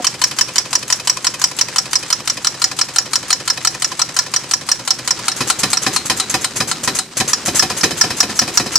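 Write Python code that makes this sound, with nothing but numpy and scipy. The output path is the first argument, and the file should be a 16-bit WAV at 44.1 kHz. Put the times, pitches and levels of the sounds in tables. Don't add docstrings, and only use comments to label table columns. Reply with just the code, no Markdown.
import sys
import numpy as np
from scipy import signal
from scipy.fft import rfft, irfft, next_fast_len
from scipy.io import wavfile
from scipy.ndimage import uniform_filter1d

SR = 44100
rng = np.random.default_rng(int(sys.argv[2]) if len(sys.argv) > 2 else 0)


def generate_wav(sig):
    pcm = np.round(np.clip(np.atleast_2d(sig).T, -1, 1) * 32767).astype(np.int16)
    wavfile.write(sys.argv[1], SR, pcm)


N = 387198
SIZE = next_fast_len(N + SR // 2)
HZ = np.maximum(np.arange(SIZE // 2 + 1) * SR / SIZE, 1)

FREE_TURN_S, PUSHED_ON_S = .172, 7.4
FAR_LAG, FAR_LAG_PER_S = .137, .51
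SEAT_SPREAD_DB, LOAD_SPREAD_DB = 0.83, 1.5
TWIN_SPLIT = .011
SHOP_T60_S, SHOP_DB, CUTOFF_HZ = 0.25, -14.5, 15500

# (time [s], turns done [count])
CRANK_TURNS = [(0.0444, 0), (0.5578, 3), (2.2746, 13), (2.9602, 17), (4.1648, 24), (4.5109, 26),
               (4.6883, 27), (4.8755, 28), (5.0751, 29), (5.2815, 30), (5.4998, 31), (5.9615, 33),
               (6.1985, 34), (6.4438, 35), (6.713, 36), (6.9877, 37), (7.3325, 38), (7.5935, 39),
               (7.81, 40), (8.0113, 41), (8.2036, 42), (8.3907, 43), (8.7555, 45)]
STAGE_SPANS = {"free": (0, 5.2), "braked": (5.2, 7.2), "pushed": (7.2, 7.5), "spinning": (7.5, 9),
               "kick": (7.7, 7.9)}
# (time [s], position [0 side of the engine .. 1 at the wheel])
WALK = [(1.3, 0.018), (2.8, 0.39), (5.0, 0.3), (5.5, 0.56), (8.78, 0.37)]
# (frequency [Hz], left-right likeness [0..1])
STEREO_LIKENESS = [(550, 1), (1640, 0.96), (4950, 0.45), (14900, 0.034)]
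# (frequency [Hz], left over right [dB])
STEREO_TILT = [(2000, 0), (5000, -1), (7000, -1.5), (8500, 10), (14000, 8.5)]
# (time [s], leak level [dB], low rush level [dB])
BED_LEVELS = [(0, -33.5, -41), (4.9, -34.5, -42.5), (5.4, -28.5, -35.5), (6.95, -32.5, -35.5),
              (7.05, -37.5, -39), (7.16, -36, -42), (7.25, -31.5, -35), (8.78, -30, -36.5)]
# (frequency [Hz], level [dB])
LEAK_EQ = [(300, -22.5), (500, -5.5), (1030, 3), (3530, -1), (5000, 1), (8190, -3), (14200, -37)]
# (frequency [Hz], level [dB])
RUSH_EQ = [(30, -23), (70, -9.5), (160, -1.5), (400, -2.5), (1200, -31)]
# (place [share of turn], bench level [dB], muffler level [dB])
TURN_PULSES = [(.03, -38, -35.5), (.265, -38, -31), (.4, -42, -73), (.51, -34.5, -46), (.6, -37, -29.5),
               (.68, -35, -33), (.76, -58, -39.5), (.92, -42, -59)]
# (frequency [Hz], t60 [s], level [dB])
BENCH_MODES = [(63, 0.068, -16), (125, 0.24, -12.5), (149.3, 0.027, 1.5)]
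# (frequency [Hz], t60 [s], level [dB])
MUFFLER_MODES = [(254, 0.026, -8), (299, 0.03, -5), (517, 0.029, -2)]
# (frequency [Hz], t60 [s], level [dB])
CRANKCASE_MODES = [(719, 0.062, -2.5)]
# (frequency [Hz], level [dB])
PUFF_EQ = [(300, -12), (1400, -2.5), (3500, -4.5), (6600, -1), (10000, -9), (14300, -15.5)]
# (frequency [Hz], width [Hz], level [dB])
HOLE_WHISTLES = [(6460, 190, 1.5), (7600, 580, 1), (10080, 210, 3.5)]
# (place [share of turn], knock level [dB], puff level [dB])
TURN_RHYTHM = [(0.309, -35, -32), (0.552, -17.5, -74), (.86, -52, -28)]
LOADED_PUFFS = {"braked": [(.3, 1.3, -19.5, 35, 0.03), (.87, -.2, -21, 36, 0.043)],
                "pushed": [(.457, 0.0094, -14.5, 0, 0.042), (.818, 0.028, -12.5, -3, 0.056)],
                "spinning": [(.79, 0.01, -25.5, 126, 0.06)]}
LOADED_KNOCKS = {"braked": [(.552, .38, -3.5, 4.5, -25.5)], "pushed": [(.555, 0.008, -5.5, 0, -22.5)],
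                 "kick": [(.11, 0, -5.5, 0, -23)], "spinning": [(.125, .3, -13, 184, -26),
                 (.46, .6, -15.5, 78, -30.5)]}
# (frequency [Hz], t60 before damping [s], near valve level [dB],
# far valve level [dB], knock level [dB], change at the wheel [dB])
BODY_MODES = [(759.5, 0.1, -18, -24.5, -5.5, 13.5), (1000, 0.048, -5.5, -9, 8.5, -6),
              (1383, 0.015, -10, -12, -6, 24), (1724, 0.015, -49, -2, 8.5, 14),
              (2539, 0.023, -18, -47, 13, -44), (3032, 0.049, -3.5, -12, 3, -12),
              (3970, 0.2, -17, -43, -12, 15), (4198, 0.077, -8, -13.5, -12.5, 12.5),
              (4790, 0.007, 5.5, 8.5, 9, -24), (5123, 0.053, -8.5, 3, 1, 7.5), (5424, 0.1, -47, -3, -24, 0),
              (5716, 0.0071, -18, 19.5, -27, -2.5), (6903, 0.045, -1.5, -0.5, -31, 1),
              (8003, 0.034, -4, -5.5, -27, -0.5), (8570, 0.0074, -7.5, -46, -48, 17)]
CONTACT_DAMPING = [1.01, 1.026, 2.1]
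# (frequency [Hz], level [dB])
CRACK_EQ = [(400, -20), (1000, 5.5), (3000, 0.5), (6000, 6), (9000, -2.5), (13800, -15.5), (14600, -71)]
# (frequency [Hz], t60 [s], level [dB])
BRASS_MODES = [(3800, 0.21, -35.5), (4260, 0.021, -24)]
# (time [s], level [dB])
NEAR_SEATING = [(0, 2), (1.5, 2.3), (3, 0.6), (4.7, 0.3), (5.1, 1), (5.5, 6), (6.3, 1), (7, 2)]
# (time [s], level [dB])
FAR_SEATING = [(0, 5), (3, 3.5), (5.1, 2.5), (7.33, 4), (7.6, 8.5), (7.81, -4.5), (8, 9.5), (8.78, 7)]
# (time [s], level [dB])
SINGLE_FAR_CLACKS = [(5.3162, -6.5), (5.7705, 0), (7.84, 1)]


def from_db(db):
    return 10 ** (np.asarray(db) / 20)


def in_time(rows):
    times, *columns = np.transpose(rows)
    return [np.interp(np.arange(N) / SR, times, column) for column in columns]


def at_hz(points):
    hz, value = np.transpose(points)
    return np.interp(np.log(HZ), np.log(hz), value)


def unit(response):
    return response / np.sqrt(np.mean(np.abs(response) ** 2))


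def pan(left_db):
    return from_db(np.array([left_db / 2, -left_db / 2]))


def colour(eq):
    cepstrum = irfft(np.log(from_db(at_hz(eq))), SIZE)
    cepstrum[1:SIZE // 2] *= 2
    cepstrum[SIZE // 2 + 1:] = 0
    return unit(np.exp(rfft(cepstrum)))


def width(t60):
    return np.log(1000) / np.pi / t60


def resonance(hz, width_hz):
    return 1 / (1 + 1j * (HZ / hz - hz / HZ) * hz / width_hz)


def rings(modes):
    return sum(from_db(db) * SR * resonance(hz, width(t60)) * resonance(hz, hz) / (np.pi * width(t60))
               for hz, t60, db in modes)


def clicks(times, dbs):
    train = np.zeros(N)
    np.add.at(train, np.round(np.asarray(times) * SR).astype(int) % N, from_db(dbs))
    return rfft(train, SIZE)


def bursts(times, dbs, rise_s, fall_s):
    envelope, t = np.zeros(N), np.arange(SR // 5) / SR
    for time, db, rise, fall in zip(*np.broadcast_arrays(times, dbs, rise_s, fall_s)):
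        shape = (1 - np.exp(-t / rise)) * np.exp(-t / max(fall, .002))
        start = round(time * SR)
        envelope[start:start + len(t)] += (from_db(db) * shape / shape.max())[:N - start]
    return envelope


def grainy_noise(envelope, grain_db):
    grain = from_db(grain_db * np.repeat(rng.standard_normal(N // 24 + 1), 24)[:N])
    mid, side = rfft(envelope * unit(grain) * rng.standard_normal((2, N)), SIZE)
    alike = np.clip(at_hz(STEREO_LIKENESS), 0, 1)
    return (np.sqrt(1 + alike) * mid + np.sqrt(1 - alike) * side * [[1], [-1]]) / np.sqrt(2)


def turns(*stages):
    times, done = np.transpose(CRANK_TURNS)
    edges = np.interp(np.arange(done[-1] + 1), done, times)
    edges = np.r_[edges[0] - FREE_TURN_S, edges, edges[-1] + FREE_TURN_S]
    starts, inside = edges[:-1], False
    for stage in stages:
        begin, end = STAGE_SPANS[stage]
        if stage == "free":
            begin -= 1
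        inside = inside | ((starts > begin) & (starts < end))
    return starts[inside], np.diff(edges)[inside]


def free_turns(pattern, spread_db):
    starts, lengths = turns("free")
    share, *dbs = np.transpose(pattern)
    times = (starts[:, None] + share * lengths[:, None]).ravel()
    dbs = np.tile(dbs, len(starts)) + spread_db * rng.standard_normal((len(times), 2)).T
    return times[times > 0], *dbs[:, times > 0]


def loaded_turns(patterns):
    hits = []
    for stage, pattern in patterns.items():
        for start, length in zip(*turns(stage)):
            extra_s = length - FREE_TURN_S
            hits += [(start + length * (share + later * extra_s), db + harder * extra_s, last)
                     for share, later, db, harder, last in pattern]
    times, dbs, last = np.transpose([hit for hit in hits if hit[0] < N / SR])
    return times, dbs + LOAD_SPREAD_DB * rng.standard_normal(len(times)), last


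def workshop():
    t = np.arange(SR // 2) / SR
    wash = rng.standard_normal((2, len(t))) * from_db(-60 * t / SHOP_T60_S) * (t > .006)
    return 1 + from_db(SHOP_DB) * unit(rfft(wash, SIZE))


def hiss_bed(body_ring):
    leak_db, rush_db = in_time(BED_LEVELS)
    flicker_db = uniform_filter1d(rng.standard_normal(N), size=900) * 60
    leak = grainy_noise(from_db(leak_db + flicker_db), grain_db=3.0)
    rush = grainy_noise(from_db(rush_db), grain_db=-1.8)
    return leak * (colour(LEAK_EQ) + from_db(-10) * body_ring) + rush * colour(RUSH_EQ)


def pressure_pulses(knocks, puffs):
    times, bench_db, muffler_db = free_turns(TURN_PULSES, spread_db=1.1)
    knock_at, _, thump_db = knocks
    puff_at, puff_db, _ = puffs
    faster = knock_at > PUSHED_ON_S
    bench = clicks(times, bench_db) + clicks(puff_at, puff_db - 14)
    bench += clicks(knock_at, thump_db + np.where(faster, -3, 4))
    mufflers = clicks(times, muffler_db) + clicks(puff_at, puff_db - 11)
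    mufflers += clicks(knock_at + 0.00637, thump_db + 4.5)
    crankcase = clicks(knock_at + 0.00342, thump_db + np.where(faster, 6, -6))
    return (bench * rings(BENCH_MODES) + mufflers * rings(MUFFLER_MODES)
            + crankcase * rings(CRANKCASE_MODES))


def exhaust(knocks, puffs):
    free_at, _, free_db = free_turns(TURN_RHYTHM, spread_db=2.5)
    puff_at, puff_db, length_s = puffs
    knock_at, _, thump_db = knocks
    breath = bursts(free_at, free_db, 0.002, 0.021) + bursts(puff_at, puff_db, 0.011, length_s / 2)
    whistles = sum(from_db(db) * 2 * resonance(hz, width_hz) for hz, width_hz, db in HOLE_WHISTLES)
    rush = grainy_noise(bursts(knock_at, thump_db, 0.0054, 0.038), grain_db=-2.5) * colour(RUSH_EQ)
    hiss = grainy_noise(breath, grain_db=3.5) * colour(PUFF_EQ)
    return hiss * from_db(-5) * (1 + whistles) + rush


def cast_body():
    *contact_dbs, wheel_db = np.array(BODY_MODES)[:, 2:].T
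    responses = []
    for level_db, damping in zip(contact_dbs, CONTACT_DAMPING):
        modes = []
        for k, (hz, t60, *_) in enumerate(BODY_MODES):
            ring_s = t60 / damping
            lower = resonance(hz * (1 - TWIN_SPLIT), width(ring_s))
            upper = resonance(hz * (1 + TWIN_SPLIT), width(ring_s))
            modes.append((-1) ** k * np.sqrt(ring_s / 2) * (lower - upper))
        responses.append(from_db([level_db, level_db + wheel_db]) @ np.array(modes))
    return responses


def strike(times, dbs, envelope, body, blow_db, ring_db, crack_db, grain_db, pan_db):
    walk_at, position = np.transpose(WALK)
    crack = from_db(crack_db) * colour(CRACK_EQ)
    hits = 0
    for share, response in zip((1 - position, position), body):
        ring = from_db(ring_db) * response
        fade = np.sqrt(np.interp(np.arange(N) / SR, walk_at, share))
        rattle = grainy_noise(envelope * fade, grain_db)
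        share_db = 20 * np.log10(np.interp(times, walk_at, share) + 1e-6)
        blow = clicks(times, dbs + blow_db + share_db)
        hits = hits + rattle * (ring + crack) + blow * ring
    return hits * pan(pan_db)[:, None]


def rod_knocks(knocks, body):
    free_at, free_db, _ = free_turns(TURN_RHYTHM, spread_db=2.5)
    times, dbs, _ = knocks
    rise_s = 0.00029 * from_db(-1.6 * dbs)
    rattle = bursts(free_at, free_db, 0.0029, 0.0083) + bursts(times, dbs, rise_s, 0.014)
    return strike(times, dbs, rattle, body, blow_db=12, ring_db=21, crack_db=-8, grain_db=4, pan_db=.1)


def valve_seatings():
    near_at = turns("free", "braked")[0][1:]
    starts, lengths = turns("free")
    lag_s = lengths * (FAR_LAG + FAR_LAG_PER_S * (lengths - FREE_TURN_S))
    far_at = np.r_[(starts + lag_s)[1:], turns("pushed", "spinning")[0]]
    seatings = []
    for times, force in ((near_at, NEAR_SEATING), (far_at, FAR_SEATING)):
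        dbs = np.interp(times, *np.transpose(force)) + SEAT_SPREAD_DB * rng.standard_normal(len(times))
        seatings.append(np.array([times, dbs]))
    near, far = seatings
    return near, np.c_[far, np.transpose(SINGLE_FAR_CLACKS)]


def brass_clanks(near):
    times, dbs = near[:, near[0] > STAGE_SPANS["braked"][0]]
    spread_db = 2 * rng.standard_normal((len(times), len(BRASS_MODES)))
    return sum(clicks(times, dbs + spread_db[:, k]) * rings([mode]) for k, mode in enumerate(BRASS_MODES))


def valve_clacks(seatings, body, rise_s, fall_s, crack_db, pan_db):
    chatter = bursts(*seatings, rise_s, fall_s)
    return strike(*seatings, chatter, body,
                  blow_db=14, ring_db=19, crack_db=crack_db, grain_db=3, pan_db=pan_db)


def scene():
    near_body, far_body, knock_body = cast_body()
    near, far = valve_seatings()
    knocks, puffs = loaded_turns(LOADED_KNOCKS), loaded_turns(LOADED_PUFFS)
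    metal = (valve_clacks(near, near_body, rise_s=0.00033, fall_s=0.0065, crack_db=-12, pan_db=.5)
             + valve_clacks(far, far_body, rise_s=0.00034, fall_s=0.0047, crack_db=-14, pan_db=-1.5)
             + rod_knocks(knocks, knock_body) + brass_clanks(near))
    engine = metal + exhaust(knocks, puffs) + pressure_pulses(knocks, puffs)
    mix = engine * workshop() + hiss_bed(knock_body[1])
    return irfft(mix * pan(at_hz(STEREO_TILT)), SIZE)[:, :N]


def record(dry):
    low_pass = signal.cheby2(10, 50, CUTOFF_HZ, fs=SR, output="sos")
    return signal.sosfilt(low_pass, np.clip(dry, -1, 1))


dry = scene()
out = record(dry)
generate_wav(out)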